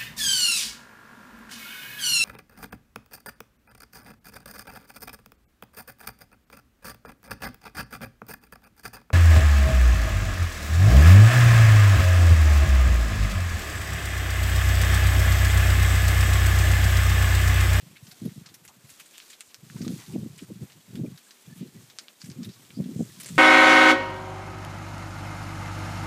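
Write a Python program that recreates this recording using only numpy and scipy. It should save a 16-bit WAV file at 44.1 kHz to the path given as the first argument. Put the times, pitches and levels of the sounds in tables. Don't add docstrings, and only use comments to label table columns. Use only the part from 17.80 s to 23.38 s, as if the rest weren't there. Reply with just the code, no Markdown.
import sys
import numpy as np
from scipy import signal
from scipy.fft import rfft, irfft
from scipy.io import wavfile

SR = 44100
rng = np.random.default_rng(int(sys.argv[2]) if len(sys.argv) > 2 else 0)


def voltage_ratio(decibels):
    exponent = np.asarray(decibels, float) / 20
    return 10 ** exponent


def dump_mix(stems):
    frames = np.atleast_2d(stems).T
    limited = np.clip(frames, -1, 1)
    pcm = np.round(limited * 32767).astype(np.int16)
    wavfile.write(sys.argv[1], SR, pcm)


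N = 246078


def rms_one(x):
    return x / np.sqrt(np.mean(x ** 2) + 1e-20)


def drift(rate_hz):
    r = np.exp(-40 * np.pi * rate_hz / SR)
    noise = rng.standard_normal(N // 20 + 2002)
    slow = signal.lfilter([1], [1, -2 * r, r * r], noise)[2000:]
    return np.interp(np.arange(N) / 20, np.arange(len(slow)), rms_one(slow))


def coloured(x, spectrum):
    hz, db = np.transpose(spectrum)
    log_hz = np.log(np.arange(1, N // 2 + 2) * SR / N)
    gain = voltage_ratio(np.interp(log_hz, np.log(hz), db))
    return rms_one(irfft(rfft(x) * gain, N))


def resonance(x, hz, width_hz):
    r = np.exp(-np.pi * width_hz / SR)
    top = np.array([1, 0, -1]) * (1 - r * r) / 2
    return signal.lfilter(top, [1, -2 * r * np.cos(2 * np.pi * hz / SR), r * r], x)


def double_resonance(x, hz, width_hz):
    return resonance(resonance(x, hz, width_hz), hz, width_hz)


def band_pass(x, order, low_hz, high_hz):
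    return signal.sosfilt(signal.butter(order, [low_hz, high_hz], "band", fs=SR, output="sos"), x)


def add(out, s, sound):
    i = round(s * SR)
    out[i:i + len(sound)] += sound[:N - i]


# (time [s], tick peak [dB], colour [Hz], spray level [dB], treble [dB])
PAW_SLAPS = [(.66, -42, 4500, -43, -13), (.7415, -38, 5700, -42, 11), (.8515, -35.5, 2200, -48, 11),
             (1.1975, -38, 2700, -40, 3), (1.381, -28, 2700, -49, 4), (1.4017, -31, 2490, -50, -16),
             (1.6074, -23, 7300, -47, -3), (1.7447, -26, 5300, -46, 7), (2.0801, -23, 3720, -47, -17),
             (2.5893, -34, 2800, -43, -8), (3.1554, -31, 3260, -45, 1), (3.3766, -35, 3970, -47.5, 5),
             (3.5087, -32.5, 4160, -47.5, -22), (4.187, -17, 4700, -38, -10), (4.2833, -29, 2680, -52, -23),
             (4.4172, -27.5, 4400, -44.5, -17), (4.4432, -34, 5500, -47, 2), (4.5005, -32.5, 4780, -48, -8),
             (4.6464, -38, 3620, -41.5, 6), (5.4005, -30, 8900, -36.5, 8), (5.4325, -32, 5050, -40.5, 11.5),
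             (5.4462, -27, 5000, -43, -10), (5.46, -23.5, 7200, -37, -16), (5.487, -28, 6940, -38, -9)]
# (time [s],
# tick peak [dB], colour [Hz], spray level [dB])
SMALL_TICKS = [(0.167, -40, 2250, -47), (.2677, -41, 4800, -47), (0.3124, -38, 4300, -43.5),
               (0.4535, -38, 10900, -46.5), (0.4948, -46, 1680, -53), (0.6894, -40, 3400, -51),
               (0.878, -36, 6300, -44.5), (1.0934, -35, 14120, -50), (1.1, -42, 6900, -45),
               (1.2583, -43, 7700, -48), (1.31, -40, 7170, -53), (1.3407, -47, 2500, -54),
               (1.5006, -39, 6950, -43), (1.531, -35, 3500, -44.5), (2.0166, -35, 4960, -40.5),
               (2.0495, -38, 3600, -43.5), (2.2017, -38, 4900, -46.5), (2.921, -37.5, 4000, -54),
               (2.9, -40, 2420, -52.5), (4.101, -45, 4860, -56), (4.1, -37, 3700, -50),
               (4.5166, -31.5, 4500, -52), (4.6308, -36, 4800, -42.5), (4.69, -48, 3900, -47),
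               (4.8507, -41, 2940, -59), (4.9052, -35.5, 2220, -52), (5.0422, -37, 3100, -53),
               (5.348, -42, 5320, -55), (5.4106, -27, 7600, -41.5), (5.554, -41, 7800, -44),
               (4.1929, -26, 4200, -48), (2.578, -44, 7500, -45), (2.559, -44, 5000, -54),
               (1.356, -42, 3300, -54), (1.375, -42, 6000, -52), (1.419, -44, 4000, -52),
               (1.612, -33, 6500, -48), (4.409, -40, 5000, -54), (4.168, -46, 5000, -60),
               (4.237, -47, 8500, -60), (2.321, -45, 8400, -49.5), (2.16, -43, 7000, -65),
               (4.458, -41, 7100, -47.5), (5.4803, -29, 7300, -53), (2.262, -40, 3600, -49),
               (1.3812, -28, 7000, -48), (1.6088, -31, 2500, -49), (1.602, -43, 7500, -56),
               (1.9, -35.5, 1700, -55), (2.219, -44, 1200, -53)]


def slaps():
    rebound_s, rebound_db = 0.0058, -14
    spray_t60_s = 0.081
    tick_treble = 0.6
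    out, t = np.zeros(N), np.arange(round(0.2 * SR)) / SR
    hits = [*PAW_SLAPS]
    for s, db, hz, spray_db in SMALL_TICKS:
        treble_db = -2 + 5 * np.log2(hz / 4000)
        hits.append((s, db, hz, spray_db, treble_db))
    noise = rng.standard_normal((len(hits), 2, len(t)))
    for (s, db, hz, spray_db, treble_db), (hiss, grit) in zip(hits, noise):
        tick = (t == t[20]) + 800 * hiss * t * voltage_ratio(-60 * t / 0.0022)
        lag = round(rebound_s * SR * (1 + 0.11 * np.tanh(grit[0])))
        tick = tick + voltage_ratio(rebound_db + 1.1 * grit[1]) * np.roll(tick, lag)
        crackle = hiss[::-1] * (0.47 + 0.21 * grit ** 2)
        raw = np.array([tick, crackle])
        body = band_pass(raw, 3, 1300, min(1.8 * hz, 10000))
        colour = resonance(resonance(raw, hz, 0.34 * hz), hz, 0.51 * hz)
        treble = voltage_ratio(treble_db - 6.5) * band_pass(raw, 1, 8000, 13000) * [[tick_treble], [1]]
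        tick, spray = 0.94 * body + 1.1 * colour + treble
        fading = (1 - np.exp(-t / 0.0013)) * voltage_ratio(spray_db - 60 * t / spray_t60_s)
        add(out, s - 0.0005, voltage_ratio(db) * tick / np.abs(tick).max() + fading * rms_one(spray))
    return out


def droplets(spectrum, per_s, spread_db, patchy_db):
    born = rng.random(N) < per_s * voltage_ratio(patchy_db * drift(18)) / SR
    sizes = voltage_ratio(spread_db * np.minimum(rng.exponential(1, N), 4)) * rng.choice([-1, 1], N)
    return coloured(born * sizes, spectrum)


def gurgle(per_s, cycles):
    sizes = voltage_ratio(16.5 * np.minimum(rng.exponential(1, N), 3))
    born = (rng.random(N) < per_s / SR) * sizes
    pitches, dealt = np.geomspace(650, 4200, 18), rng.integers(0, 18, N)
    out = np.zeros(N)
    for k, hz in enumerate(pitches):
        out += double_resonance(born * (dealt == k) + 1e-18, hz, hz / cycles)
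    return rms_one(out)


# (time [s], fizz level [dB])
STIRRING = [(0.0, -58.5), (0.23, -61), (0.4, -53.5), (0.62, -58), (0.87, -84), (1.12, -52.5), (1.27, -58),
            (1.46, -53), (1.69, -66.5), (1.88, -60.5), (1.97, -51.5), (2.19, -48), (2.35, -56), (3.08, -62),
            (3.78, -59), (4.38, -63), (5.17, -55), (5.5, -49)]
# (frequency [Hz], level per Hz [dB])
LOW_WASH_COLOUR = [(410, -53), (700, -20), (1120, -1.5), (1460, -4.5), (1740, -0.5), (2650, 0),
                   (5000, -7.5), (6500, -17), (11000, -120)]
# (frequency [Hz], level per Hz [dB])
FIZZ_COLOUR = [(1760, -8), (3000, -6.5), (3210, 0), (5450, -0.5), (8030, -0.5), (13500, -7.5),
               (15200, -8.5)]


def wash():
    stir_s, stir_db = np.transpose(STIRRING)
    fizz_db = np.interp(np.arange(N) / SR, stir_s, stir_db)
    wash_db = -66.5 + 0.74 * (fizz_db + 56)
    low = droplets(LOW_WASH_COLOUR, 5000, spread_db=3.0, patchy_db=1.5)
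    high = droplets(FIZZ_COLOUR, 9000, spread_db=4.5, patchy_db=0.8)
    low = low + 0.63 * gurgle(350, cycles=26.0)
    return voltage_ratio(wash_db) * low + voltage_ratio(fizz_db - 2.5) * high


# (time [s], peak level [dB], pitch [Hz], decay t60 [s])
RINGING_BUBBLES = [
    (.16, -45.5, 2150, 0.041),
    (.325, -53, 705, 0.083),
    (0.495, -60, 3100, .08),
    (0.906, -62, 970, 0.03),
    (1.966, -44, 975, 0.025),
    (2.048, -44, 1190, 0.047),
    (3.262, -48.5, 2350, 0.046),
    (3.468, -56, 1600, 0.07),
    (3.727, -54.5, 1710, 0.065),
    (4.645, -42, 3644, 0.044),
]


def bubbles():
    out, t = np.zeros(N), np.arange(round(0.12 * SR)) / SR
    for s, db, hz, t60 in RINGING_BUBBLES:
        swell = (1 - np.exp(-t / 0.00023)) * voltage_ratio(db - 60 * t / t60)
        add(out, s, swell * np.sin(2 * np.pi * hz * (t + 2.0 * t ** 2)))
    return out


# (time [s], length [s], level [dB], centre [Hz], width
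# [Hz])
SWISHES = [(0.876, 0.051, -57.5, 880, 570), (1.068, 0.052, -59, 11150, 800),
           (1.33, 0.05, -54, 3100, 1500), (2.102, 0.025, -58, 11000, 300),
           (2.168, 0.099, -59, 890, 650), (2.285, 0.068, -61, 820, 500),
           (3.606, 0.032, -61, 10900, 250), (4.685, 0.08, -57, 4760, 2600),
           (4.93, 0.076, -57.5, 4700, 800), (5.133, 0.16, -55, 7260, 3000),
           (3.756, 0.11, -58.5, 2700, 2800), (4.394, 0.036, -56, 3700, 6700),
           (1.68, 0.05, -59, 3000, 5000), (2.325, 0.04, -57, 2500, 1000),
           (2.619, 0.042, -60, 1300, 1500), (5.389, 0.13, -60, 550, 230),
           (2.697, 0.016, -46, 390, 150), (3.237, 0.024, -43, 444, 150),
           (1.48, 0.075, -55, 4500, 8000), (1.965, 0.05, -55, 4000, 7900),
           (0.002, 0.03, -57, 2000, 3000), (0.15, .035, -57, 2400, 1600), (2.24, .14, -58, 6000, 8000),
           (2.59, .07, -56, 6000, 7000), (3.42, .1, -61, 7800, 3000), (3.74, .08, -58, 10000, 9000),
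           (1.85, .1, -58, 4500, 8000), (.22, .06, -60, 7000, 8000), (4.8, .07, -61, 7000, 6000),
           (1.62, .1, -61, 7000, 6000), (3.985, .1, -61, 6000, 8000), (5.49, .05, -56, 7000, 6000),
           (4.475, .035, -64, 11200, 500), (1.385, .045, -55, 3000, 3000), (4.1, .2, -66, 500, 400),
           (2.18, .055, -54, 1900, 1800), (1.955, .04, -57, 1300, 1400), (.275, .04, -57, 12500, 5000),
           (.31, .025, -55, 11000, 7000), (.63, .07, -60, 1200, 1200), (4.4, .13, -57, 7000, 10000),
           (1.5, .055, -57, 2200, 2500), (1.19, .04, -54, 6200, 3000)]


def swishes():
    out = np.zeros(N)
    noise = rng.standard_normal((len(SWISHES), SR // 4))
    for (s, length_s, db, hz, width_hz), hiss in zip(SWISHES, noise):
        gritty = hiss * np.abs(hiss) ** 0.72
        puff = double_resonance(gritty, hz, width_hz)[-round(length_s * SR):]
        add(out, s, voltage_ratio(db) * rms_one(puff) * np.sqrt(np.hanning(len(puff))))
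    return out


# (peak time [s], rumble level [dB], rise [s], fall [s])
WIND_GUSTS = [(0.089, -51.5, 0.31, 0.23), (.26, -57, 0.032, 0.24), (0.461, -22, 0.051, 0.043),
              (.585, -47, 0.09, 0.16), (.72, -54.5, 0.14, 0.13), (.86, -56, 0.17, 0.24),
              (1.05, -58.5, 0.12, 0.21), (1.21, -65, 0.05, 0.05), (1.835, -47, 0.026, 0.094),
              (1.96, -38, 0.021, 0.26), (2.09, -29, 0.19, .14), (2.354, -31.5, 0.15, 0.37),
              (2.628, -35, 0.046, 0.039), (2.716, -29.5, 0.046, 0.039), (2.819, -32.5, 0.076, 0.068),
              (2.98, -54.5, 0.16, 0.07), (3.156, -32.5, 0.074, 0.14), (3.24, -29, 0.15, 0.099),
              (3.672, -51, 0.028, 0.54), (3.813, -33.5, 0.031, 0.15), (3.961, -45.5, 0.073, 0.26),
              (4.5, -35.5, 0.069, 0.057), (4.596, -26, 0.05, 0.1), (4.675, -19, 0.027, 0.038),
              (4.76, -54, 0.11, 0.66), (4.998, -25.5, 0.071, .15), (5.09, -23, .15, 0.19),
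              (5.205, -29, 0.16, 0.099), (5.3, -48, 0.13, 0.43), (5.575, -37.5, 0.28, 0.11)]


def gust_level():
    swing_db = 30
    rounding = 0.79
    t = np.arange(0, N / SR + 0.01, 0.002)
    power = np.zeros(len(t))
    for s, db, rise_s, fall_s in WIND_GUSTS:
        away = np.maximum((s - t) / rise_s, (t - s) / fall_s)
        power += voltage_ratio(2 * (db - swing_db * away ** rounding))
    return np.interp(np.arange(N) / SR, t, 10 * np.log10(power + 1e-9))


# (centre time [s], level [dB],
# pitch [Hz], width [ms])
EDDIES = [(0.422, -25, 204, 8.7), (0.437, -27, 197, 7.1), (0.462, -17.5, 176.5, 9.7),
          (0.486, -27.5, 149, 9.4), (0.5815, -28.5, 165, 8), (1.961, -23, 153, 8.7),
          (2.011, -19.5, 200, 7.4), (2.027, -23, 190, 8), (2.069, -20, 228, 7), (2.106, -21.5, 206, 11),
          (2.139, -21.5, 174, 9.7), (2.343, -25, 240, 10), (2.3625, -16, 235, 8), (2.383, -23, 182, 9),
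          (2.43, -23, 167, 10), (2.463, -25, 260, 6), (2.815, -25.5, 192, 6.2), (3.2, -22, 260, 6.5),
          (3.216, -20, 153, 13.7), (3.238, -20, 215, 7), (3.815, -25, 183, 12.3), (4.607, -26, 199, 8),
          (4.67, -27, 160, 9), (4.975, -23.5, 224, 7.1), (5.005, -16.5, 184, 11),
          (5.062, -22, 205, 7.4), (5.164, -19, 185, 8), (5.208, -14, 215, 9), (5.226, -20, 206, 9.5),
          (5.571, -24, 147, 19.65), (2.094, -22, 205, 8), (2.124, -27.5, 292, 7.1),
          (2.402, -33, 214, 10), (3.1745, -25, 220, 6.5), (4.591, -26, 212, 9.8),
          (4.624, -26.5, 216, 12), (4.991, -20, 181, 7.5), (5.021, -23.5, 200, 9),
          (5.041, -28, 217, 12), (5.177, -29, 200, 8.9), (5.196, -18, 200, 7.5), (5.545, -31, 168, 18),
          (2.71, -30, 300, 7), (0.454, -26, 244, 8.8), (.669, -45, 170, 11), (.822, -48, 139, 10.6),
          (.97, -49, 160, 8), (2.975, -44, 149, 16), (2.995, -51, 158, 10), (.477, -32, 330, 7)]
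# (centre time [s], level [dB], pitch [Hz], width [ms])
MORE_EDDIES = [(.43, -32, 240, 5), (2.036, -26, 190, 8), (2.048, -29, 260, 7), (2.078, -22, 230, 7),
               (2.164, -32, 230, 6), (2.332, -32, 200, 8), (2.3555, -22, 235, 6.5), (2.392, -28, 200, 7),
               (2.472, -31, 170, 10), (3.13, -36, 180, 8), (3.183, -27, 200, 7), (3.191, -26, 220, 6),
               (3.246, -24, 260, 6.5), (3.259, -30, 300, 8), (4.599, -28, 220, 6), (4.68, -27, 170, 9),
               (4.998, -20, 190, 7), (5.086, -32, 330, 5), (5.108, -33, 260, 6), (5.15, -35, 250, 7),
               (.885, -50, 100, 14), (1.09, -54, 130, 12), (1.122, -55, 85, 16), (1.218, -54, 185, 14),
               (1.79, -55, 120, 16), (3.11, -44, 190, 14), (1.68, -60, 90, 16)]
# (centre time [s], level [dB], pitch [Hz])
STRAY_EDDIES = [(0.031, -38, 136), (0.07, -39.5, 172), (0.132, -44.5, 160), (0.232, -34.5, 137),
                (.286, -40.5, 177), (0.52, -36, 188), (0.618, -36, 174), (0.725, -48, 133),
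                (0.985, -50, 150), (1.048, -42.5, 139), (1.836, -38.5, 147), (1.921, -39, 155),
                (2.307, -33, 178), (2.534, -39, 150), (2.57, -43, 158), (2.627, -31.5, 220),
                (2.72, -28, 212), (2.763, -33.5, 164), (3.152, -28, 183), (3.281, -29, 212),
                (3.324, -32.5, 159), (3.682, -36.5, 161.5), (3.728, -34, 174), (3.831, -28, 250),
                (3.964, -36.5, 201), (4.444, -32.5, 164), (4.493, -29.5, 180), (5.094, -27, 236),
                (5.377, -41, 163), (5.509, -30, 177), (.567, -35, 179), (1.907, -39.5, 176),
                (1.992, -35, 193), (2.183, -40, 154), (2.287, -35, 154), (2.45, -31, 205),
                (2.505, -35.5, 147), (2.638, -38, 179), (2.772, -34, 184), (2.84, -33, 173),
                (2.85, -38, 191), (3.088, -42, 174), (3.301, -34.5, 144), (3.34, -41, 182),
                (3.352, -41, 144), (3.715, -40, 194), (3.765, -40.5, 204), (3.782, -38, 166),
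                (3.799, -41, 166), (4.467, -40, 212), (4.573, -39, 165), (4.697, -33, 204),
                (5.074, -30, 206), (5.117, -30, 274), (5.132, -34, 168), (5.273, -39, 146),
                (5.393, -39.5, 181.5), (5.526, -29.5, 160), (.326, -48, 140)]


def eddies(gust_db):
    gap_s, clearance_s = 0.027, 0.017
    least_db, top_db = -60, -39
    small_width_ms = 12.5
    listed = [*EDDIES, *MORE_EDDIES]
    grid = np.arange(gap_s, N / SR - gap_s, gap_s)
    chance = rng.standard_normal((len(grid), 3))
    s = grid + gap_s * np.tanh(chance[:, 0]) / 3
    db = np.minimum(gust_db[(s * SR).astype(int)] + 2.5, top_db) + 2.5 * chance[:, 1]
    hz = np.maximum(166 + 1 * (db + 45) + 22 * chance[:, 2], 90)
    taken_s = [row[0] for row in [*listed, *STRAY_EDDIES]]
    crowded = np.abs(s[:, None] - taken_s).min(axis=1) < clearance_s
    flurry = np.transpose([s, db, hz])[~crowded & (db > least_db)]
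    return listed + [(s, db, hz, small_width_ms) for s, db, hz in [*STRAY_EDDIES, *flurry]]


# (frequency [Hz], level per Hz [dB])
RUMBLE_COLOUR = [(12, -64), (20, -25), (48, -40), (112, 10.5), (184, -2), (328, -6), (358, -3.5),
                 (612, -28), (700, -38), (910, -71), (1540, -120)]


def wind(lumpy_db, edge_share):
    rumble_top_db = -40
    skew, sag = 0.68, 0.26
    lag_s, dip_turns = 0.0002, 0.1
    gust_db = gust_level()
    lumps = voltage_ratio(lumpy_db * drift(35.0)) * coloured(rng.standard_normal(N), RUMBLE_COLOUR)
    out = voltage_ratio(np.minimum(gust_db, rumble_top_db) - 1.0) * rms_one(lumps)
    for (s, db, hz, width_ms), chance in zip(eddies(gust_db), rng.random((300, 2))):
        t = np.arange(round(0.002 * width_ms * SR)) / SR
        swell = np.sin(np.pi * (t / t[-1]) ** skew) ** 2
        heart_s = t[-1] * 0.5 ** (1 / skew)
        from_heart = t - heart_s
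        waver = 0.061 * np.sin(2 * np.pi * (0.372 * hz * t + chance[1]))
        turns = hz * from_heart * (1 - sag * from_heart / t[-1]) + waver
        turns = turns - dip_turns + 0.2 * (chance[0] - 0.5)
        suction = -voltage_ratio(db - 2.0) * swell * np.cos(2 * np.pi * turns)
        add(out, s - heart_s + lag_s, suction)
    overtones = band_pass(np.maximum(out, 0) ** 2, 2, 380, 1100)
    bass_cut = signal.butter(2, 100, "high", fs=SR, output="sos")
    return signal.sosfilt(bass_cut, out + edge_share * overtones)


# (frequency [Hz], level per Hz [dB])
AIR_COLOUR = [(15, -47), (25, -42), (55, -48), (130, -7), (220, 4), (817, -3.5), (3480, -5), (5340, -7.5),
              (7990, -4.5), (9900, -11), (12600, -7), (15200, -14)]


def still_air():
    flutter = voltage_ratio(1.6 * drift(21.6))
    return voltage_ratio(-59) * coloured(flutter * rng.standard_normal(N), AIR_COLOUR)


def scene():
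    water = slaps() + wash() + bubbles() + swishes()
    return (water + wind(lumpy_db=3.8, edge_share=6.5) + still_air())[None]


def roll_off(x):
    return signal.sosfilt(signal.butter(12, 16450, fs=SR, output="sos"), x)


def record(dry):
    top_cut = signal.ellip(8, 0.5, 48, 15330, fs=SR, output="sos")
    return roll_off(signal.sosfilt(top_cut, dry))


dry = scene()
out = record(dry)
dump_mix(out)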